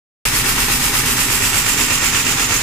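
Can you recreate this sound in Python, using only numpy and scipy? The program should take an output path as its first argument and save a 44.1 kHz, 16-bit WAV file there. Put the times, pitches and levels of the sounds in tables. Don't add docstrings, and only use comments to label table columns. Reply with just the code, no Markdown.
import sys
import numpy as np
from scipy import signal
from scipy.fft import rfft, irfft, next_fast_len
from scipy.io import wavfile

SR = 44100
rng = np.random.default_rng(int(sys.argv[2]) if len(sys.argv) > 2 else 0)


def file_out(sig):
    cols = np.atleast_2d(sig).T
    lim = np.clip(cols, -1, 1)
    pcm = np.round(lim * 32767).astype(np.int16)
    wavfile.write(sys.argv[1], SR, pcm)


N = 115542
T = np.arange(N) / SR
PICK_HZ, FIRST_BEAT_S = 8.304, .339
HALF_EACH_WAY = np.array([[.5], [-.5]])


def from_db(db):
    return 10 ** (np.asarray(db) / 20)


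def rms_one(x):
    return x / np.sqrt(np.mean(x ** 2) + 1e-20)


def at_hz(points, hz):
    f, value = np.transpose(points)
    return np.interp(np.log(hz + 1e-6), np.log(f), value)


def over_time(points):
    s, db = np.transpose(points)
    return from_db(np.interp(T, s, db))


def drift(rate):
    knots = rng.standard_normal(4096)
    return rms_one(np.interp(T * rate, np.arange(len(knots)), knots))


def each_pick(swing):
    share, db = np.transpose(swing)
    return from_db(np.interp((T - FIRST_BEAT_S) * PICK_HZ, share, db, period=1))


def since_beat(crest_s, wrap=.5):
    picks = (T - FIRST_BEAT_S - crest_s) * PICK_HZ
    return ((picks + 1 - wrap) % 1 - (1 - wrap)) / PICK_HZ


def band_pass(x, low_hz, high_hz):
    band = signal.butter(2, [low_hz, high_hz], "band", fs=SR, output="sos")
    return signal.sosfilt(band, x)


def spectrum_axis():
    size = next_fast_len(N + 4096)
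    return size, np.arange(size // 2 + 1) * SR / size


# pitch_hz, left_minus_right_db
LEFT_RIGHT = [(420, -0.5), (490, -0.5), (650, 0.5), (790, 1.5), (960, 2.5), (1350, -2.5), (1850, 0.5),
              (2250, -1), (2800, -7.5), (3400, -2), (4100, -1), (5200, 1.5), (6400, -1.5), (7300, -2.5),
              (8700, -2.5), (9900, -5), (11500, -9), (13400, -15), (14800, -9.5)]
# pitch_hz, correlation (-1 to 1)
LIKENESS = [(160, .999), (260, 0.87), (430, 0.53), (560, 0.49), (690, -0.3), (860, 0.61), (1200, 0.9),
            (1400, 0.4), (1600, 0.24), (1950, 0.12), (2250, 0.16), (2600, 0.37), (2850, -0.22),
            (3400, 0.031), (9000, 0.0039)]


def stereo(pair, colour):
    size, hz = spectrum_axis()
    a, b = rfft(pair, size) * from_db(at_hz(colour, hz))
    turn = np.arcsin(np.clip(at_hz(LIKENESS, hz), -1, 1)) / 2
    left = a * np.cos(turn) + b * np.sin(turn)
    right = b * np.cos(turn) + a * np.sin(turn)
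    pan = from_db(at_hz(LEFT_RIGHT, hz) * HALF_EACH_WAY)
    pan = pan / np.sqrt(np.mean(pan ** 2, axis=0))
    return rms_one(irfft(np.array([left, right]) * pan, size)[:, :N])


# pitch_hz, level_db
HALL_COLOUR = [(30, -2), (60, -0.5), (90, 3), (150, 2.5), (205, -1.5), (260, -2), (345, -4.5), (410, -3.5),
               (520, -11), (720, -13.5), (830, -5.5), (1300, -3.5), (1600, -3), (2500, -3.5), (3700, -6.5),
               (7400, -13.5), (15000, -20)]


def hall():
    return from_db(-25) * stereo(rng.standard_normal((2, N)), HALL_COLOUR)


def strike_metal(clicks, t60):
    t = T[:SR // 5]
    ring = rng.standard_normal((2, len(t))) * from_db(-60 * t / t60)
    return signal.fftconvolve(clicks[None], ring, axes=1)[:, :N]


# share_of_pick after the beat-up, level_db
RATTLE_SWING = [(0, 0.5), (.14, 1), (.3, 0.5), (.55, -1.5), (.75, -4.5), (.85, 0), (.95, 0.5)]
# pitch_hz, level_db
RATTLE_COLOUR = [(150, -23), (255, -4.5), (340, -9.5), (410, -5.5), (520, -15), (720, -13.5), (815, -9.5),
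                 (960, -4.5), (1330, -7), (1560, -5.5), (1900, 0.5), (2250, -3.5), (2720, -1.5),
                 (3050, -10.5), (3500, -7), (4300, -11.5), (6000, -7), (9000, -10.5), (15000, -40)]
RATTLE_DB, RATTLES_PER_S, RATTLE_SPREAD_DB, RATTLE_T60_S = -22, 1900, 2, 0.024


def healds(count=8):
    sizes = from_db(RATTLE_SPREAD_DB * np.minimum(rng.exponential(1, N), 3))
    struck = rng.random(N) < RATTLES_PER_S / SR
    clicks = sizes * struck * each_pick(RATTLE_SWING)
    part = rng.integers(0, count, N)
    rattle = sum(strike_metal(clicks * (part == k), RATTLE_T60_S) for k in range(count))
    return from_db(RATTLE_DB) * stereo(rattle, RATTLE_COLOUR)


# share_of_pick after the beat-up, level_db
JET_SWING = [(.03, -2.1), (.16, -0.2), (.35, 0.8), (.52, -1.2), (.66, -2.5), (.78, -5.5), (.92, -5)]
# pitch_hz, level_db
JET_COLOUR = [(900, -28), (1700, -10), (2750, 1), (3150, -2.5), (3500, -10), (3900, -8.5), (4350, -4),
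              (5100, -3), (5900, -5), (6350, -5.5), (7300, -1), (8000, -3), (8400, -4.5), (9400, -2.5),
              (10000, -6.5), (11300, -6.5), (12500, -6.5), (13400, -4), (14100, -7.5), (15000, -8.5)]
JET_DB, JET_FLUTTER_DB, JET_SPREAD_DB = -19, -1, 0.3


def jets():
    flutter = from_db(JET_FLUTTER_DB * drift(400) + JET_SPREAD_DB * drift(12))
    flow = rms_one(each_pick(JET_SWING) * flutter)
    return from_db(JET_DB) * flow * stereo(rng.standard_normal((2, N)), JET_COLOUR)


# pitch_hz, width_hz, level_db
RUMBLE_MODES = [(131.8, 50, 0.5), (262.4, 64, -2.5), (420.5, 58, -8.5), (510, 21, -17)]
# time_s, lowest_resonance_db, higher_resonances_db
RUMBLE_LEVEL = [(.3, -36, -37), (.9, -35.5, -33), (1.3, -36, -33), (1.6, -45, -42.5), (1.79, -46, -28.5),
                (1.9, -42, -36.5), (2.6, -41, -35)]


def rumble():
    s, lowest_db, higher_db = np.transpose(RUMBLE_LEVEL)
    out = 0
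    for k, (hz, width_hz, db) in enumerate(RUMBLE_MODES):
        band = band_pass(rng.standard_normal(N), hz - width_hz / 2, hz + width_hz / 2)
        level = from_db(db + np.interp(T, s, higher_db if k else lowest_db))
        out = out + level * rms_one(band)
    return out


# share_of_pick after the beat-up, level_db
SHUDDER_SWING = [(0, -4), (.2, -1.5), (.42, 7.5), (.6, -4), (.75, 4.5), (.88, -1)]
# time_s, level_db
SHUDDER_LEVEL = [(.3, -29), (.72, -28.5), (1.0, -31), (1.7, -32.5), (2.15, -34), (2.55, -33.5)]
SHUDDER_HZ, SHUDDER_CREST_S = 37.2, 0.0475


def shudder():
    phase = 2 * np.pi * SHUDDER_HZ * since_beat(SHUDDER_CREST_S, wrap=.4)
    shake = each_pick(SHUDDER_SWING) * np.cos(phase + 0.33 * drift(25))
    smooth = signal.butter(2, 2 * SHUDDER_HZ, fs=SR, output="sos")
    return over_time(SHUDDER_LEVEL) * rms_one(signal.sosfiltfilt(smooth, shake))


WANDER_RAD = 0.44
# share_of_pick after the beat-up, level_db
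HUM_SWING = [(0, 2), (.22, -6.5), (.42, 0), (.65, 3.5), (.85, 0)]
# time_s, level_db
HUM_LEVEL = [(.3, -34), (.9, -34.5), (1.25, -38.5), (1.6, -40.5), (1.95, -39.5), (2.6, -38)]
HUM_HZ = 124.56


def hum():
    tone = np.sin(2 * np.pi * HUM_HZ * T + WANDER_RAD * drift(14))
    return over_time(HUM_LEVEL) * rms_one(each_pick(HUM_SWING) * tone)


# pitch_hz, level_db, left_minus_right_db
DRIVE = [(249.1, -38.3, 0), (941.7, -47, 3), (4801.5, -44.8, -5), (4951, -46, -2), (6593, -49, -6)]
DRIVE_WAVER_DB = 1


def drive():
    out = 0
    for hz, db, pan_db in DRIVE:
        tone = np.sin(2 * np.pi * hz * T + WANDER_RAD * drift(15))
        tone = tone * from_db(DRIVE_WAVER_DB * drift(22))
        out = out + rms_one(tone) * from_db(db + pan_db * HALF_EACH_WAY)
    return out


# time_s, pitch_hz, level_db, left_minus_right_db
CLANKS = [(.256, 1760, -21.5, 0), (.501, 1335, -23, -2), (.719, 2153, -23, 6), (.950, 2325, -20, 4),
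          (.963, 1291, -26, 3), (1.192, 1378, -26, -1), (1.205, 2800, -23, -5), (1.813, 7400, -22, -7),
          (1.907, 2540, -23, -10), (2.038, 7235, -22, -7), (2.058, 2250, -20, 0), (2.075, 2100, -20, 2),
          (2.147, 2756, -20, -9), (2.267, 2670, -21, -8), (2.427, 1248, -23, 1), (2.522, 2210, -19, -2),
          (2.560, 6632, -17.5, -8)]
CLANK_WIDTH, CLANK_DECAY_S = 0.15, 0.012


def clanks():
    out = 0
    for s, hz, db, pan_db in CLANKS:
        noise = rng.standard_normal((2, N))
        ring = rms_one(band_pass(noise, hz * (1 - CLANK_WIDTH / 2), hz * (1 + CLANK_WIDTH / 2)))
        age = np.maximum(T - s, 0)
        burst = np.minimum(age / 0.0015, 1) * np.exp(-age / CLANK_DECAY_S)
        out = out + from_db(db + pan_db * HALF_EACH_WAY) * ring * burst
    return out


# delay_s after the beat-up, force_db
KNOCKS = [(.000, 1), (.012, -3), (.024, -3.5), (0.037, -4.5), (.054, -6), (.102, -10.5)]
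KNOCK_SPREAD_DB = 1


def knock_clicks(play_s):
    clicks = 0
    for delay, db in KNOCKS:
        beats = FIRST_BEAT_S + np.arange(-1, 20) / PICK_HZ
        chance = rng.standard_normal((len(beats), 2))
        at = ((beats + delay + play_s * chance[:, 0]) * SR).astype(int)
        force = from_db(db + KNOCK_SPREAD_DB * chance[:, 1])
        clicks = clicks + np.bincount(np.maximum(at, 0), force, N)[:N]
    return clicks


# time_s, clack_db, thud_db
BEAT_LEVEL = [(.33, 0.5, 0), (.75, -1.5, -8), (1.07, -2, -1), (1.32, -2.5, -1), (1.55, -1, 4.5),
              (1.67, 0, 2), (1.79, -0.5, -2), (1.92, 1, 6), (2.03, -1, -5), (2.15, 2.5, 3), (2.33, -3, -8),
              (2.519, 1.5, 3)]
# pitch_hz, level_db
KNOCK_COLOUR = [(100, -31), (300, -3.5), (520, -6), (730, -9), (850, -8.5), (1300, 0), (1600, -5),
                (2200, -3.5), (2750, 0.5), (3600, -10), (7000, -12.5), (15000, -33)]
KNOCK_DB, KNOCK_JITTER_S, KNOCK_T60_S = -29, 0.00119, 0.072


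def reed():
    s, clack_db, _ = np.transpose(BEAT_LEVEL)
    clicks = knock_clicks(KNOCK_JITTER_S)
    energy_fade = np.exp(-2 * np.log(1000) / (KNOCK_T60_S * SR))
    energy = signal.lfilter([1], [1, -energy_fade], clicks ** 2)
    ringing = rms_one(np.sqrt(energy + 1e-18))
    level = from_db(KNOCK_DB + np.interp(T, s, clack_db))
    return level * ringing * stereo(rng.standard_normal((2, N)), KNOCK_COLOUR)


# pitch_hz, level_db, t60_s
PANELS = [(80, -36.5, 0.073), (106, -35, 0.058), (151, -34.5, 0.14), (285, -34.5, 0.063), (306, -35, 0.056),
          (416, -33.5, 0.053)]
PANEL_PLAY_S, PANEL_TOP_HZ = 0.00053, 416


def panels():
    out = 0
    for hz, db, t60 in PANELS:
        clicks = knock_clicks(PANEL_PLAY_S)
        r = np.exp(-np.log(1000) / (t60 * SR))
        w = 2 * np.pi * hz / SR
        mode = signal.lfilter([.5, 0, -.5], [1, -2 * r * np.cos(w), r * r], clicks + 1e-18)
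        out = out + from_db(db) * mode
    return signal.sosfilt(signal.butter(2, PANEL_TOP_HZ, fs=SR, output="sos"), out)


THUD_HZ, THUD_DB, THUD_WIDTH_S, THUD_CREST_S = 112, -29, 0.01, 0.01085


def thud():
    s, _, thud_db = np.transpose(BEAT_LEVEL)
    since = since_beat(THUD_CREST_S)
    swell = np.exp(-.5 * (since / THUD_WIDTH_S) ** 2)
    tone = np.cos(2 * np.pi * THUD_HZ * since + .5 * drift(10.37))
    return from_db(THUD_DB + np.interp(T, s, thud_db)) * swell * tone


def bell(hz, centre_hz, width_hz):
    return np.exp(-.5 * ((hz - centre_hz) / width_hz) ** 2)


# time_s, peak_hz, peak_db, treble_db, presence_db
RIGHT_COLOUR = [(.3, 7970, -1, 2, -1.5), (1.05, 8000, 1, 2.5, -1.5), (1.5, 7700, 6.5, 2, 0),
                (1.75, 7250, 8.3, -0.2, 0.5), (2.15, 7100, 7.5, -3.5, 1.5), (2.5, 6830, 7.7, -2.8, -0.5)]
# time_s, level_db
LEFT_LEVEL = [(.3, 1.3), (1.2, 1.03), (1.9, -0.3), (2.6, 0.2)]
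PEAK_WIDTH_HZ, LOWER_PEAK_HZ, LOWER_PEAK_SHARE = 380, 5960, 0.34
TREBLE_HZ, TREBLE_WIDTH_HZ, PRESENCE_HZ, PRESENCE_WIDTH_HZ = 11500, 2400, 2684, 410


def move_microphone(x):
    hz, s, right = signal.stft(x[1], SR, nperseg=512)
    times, *columns = np.transpose(RIGHT_COLOUR)
    peak_hz, peak_db, treble_db, presence_db = [np.interp(s, times, c) for c in columns]
    hz = hz[:, None]
    db = peak_db * bell(hz, peak_hz, PEAK_WIDTH_HZ)
    db = db + LOWER_PEAK_SHARE * peak_db * bell(hz, LOWER_PEAK_HZ, PEAK_WIDTH_HZ)
    db = db + treble_db * bell(hz, TREBLE_HZ, TREBLE_WIDTH_HZ)
    db = db + presence_db * bell(hz, PRESENCE_HZ, PRESENCE_WIDTH_HZ)
    right = signal.istft(right * from_db(db), SR)[1][:N]
    return np.array([x[0] * over_time(LEFT_LEVEL), right])


# pitch_hz, width_hz, left_db, right_db
GUARDS = [(812, 13.7, 8, 3), (1350, 22, 2, 3), (2227, 29, 1, 3.5), (3810, 24, 5.5, 0.5),
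          (4420, 29, 8.5, -10), (4440, 160, -4, 0), (8020, 70, 5, 0.5), (9600, 87, -3, 2.5),
          (10550, 100, 0, 4.5)]
# pitch_hz, phase_rad
LEFT_LEAD = [(170, 0.043), (260, 0.32), (450, -0.95), (600, -0.32), (820, 0.61), (1050, 0.19), (1250, -.05),
             (1500, 0.036), (2200, 0.0049)]
MONO_BELOW_HZ = 140


def arrive(x):
    size, hz = spectrum_axis()
    db = 0
    for centre_hz, width_hz, left_db, right_db in GUARDS:
        db = db + np.array([[left_db], [right_db]]) * bell(hz, centre_hz, width_hz)
    lead = np.exp(1j * at_hz(LEFT_LEAD, hz) * HALF_EACH_WAY)
    both = rfft(x, size) * from_db(db) * lead
    mid = both.mean(axis=0)
    apart = 1 - 1 / (1 + (hz / MONO_BELOW_HZ) ** 4)
    return irfft(mid + (both - mid) * apart, size)[:, :N]


def scene():
    clatter_and_hiss = reed() + healds() + jets() + hall()
    body = panels() + thud() + rumble() + shudder() + hum() + drive()
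    return arrive(move_microphone(clatter_and_hiss) + clanks() + body)


START_S, LOW_CUT_HZ, CUTOFF_HZ = .253, 8, 15200
CEILING = .88


def record(dry):
    lean = signal.sosfilt(signal.butter(2, LOW_CUT_HZ, "high", fs=SR, output="sos"), dry)
    opened = lean * (T >= START_S)
    rounded = opened / (1 + (opened / CEILING) ** 6) ** (1 / 6)
    return signal.sosfilt(signal.ellip(12, .1, 80, CUTOFF_HZ, fs=SR, output="sos"), rounded)


dry = scene()
out = record(dry)
file_out(out)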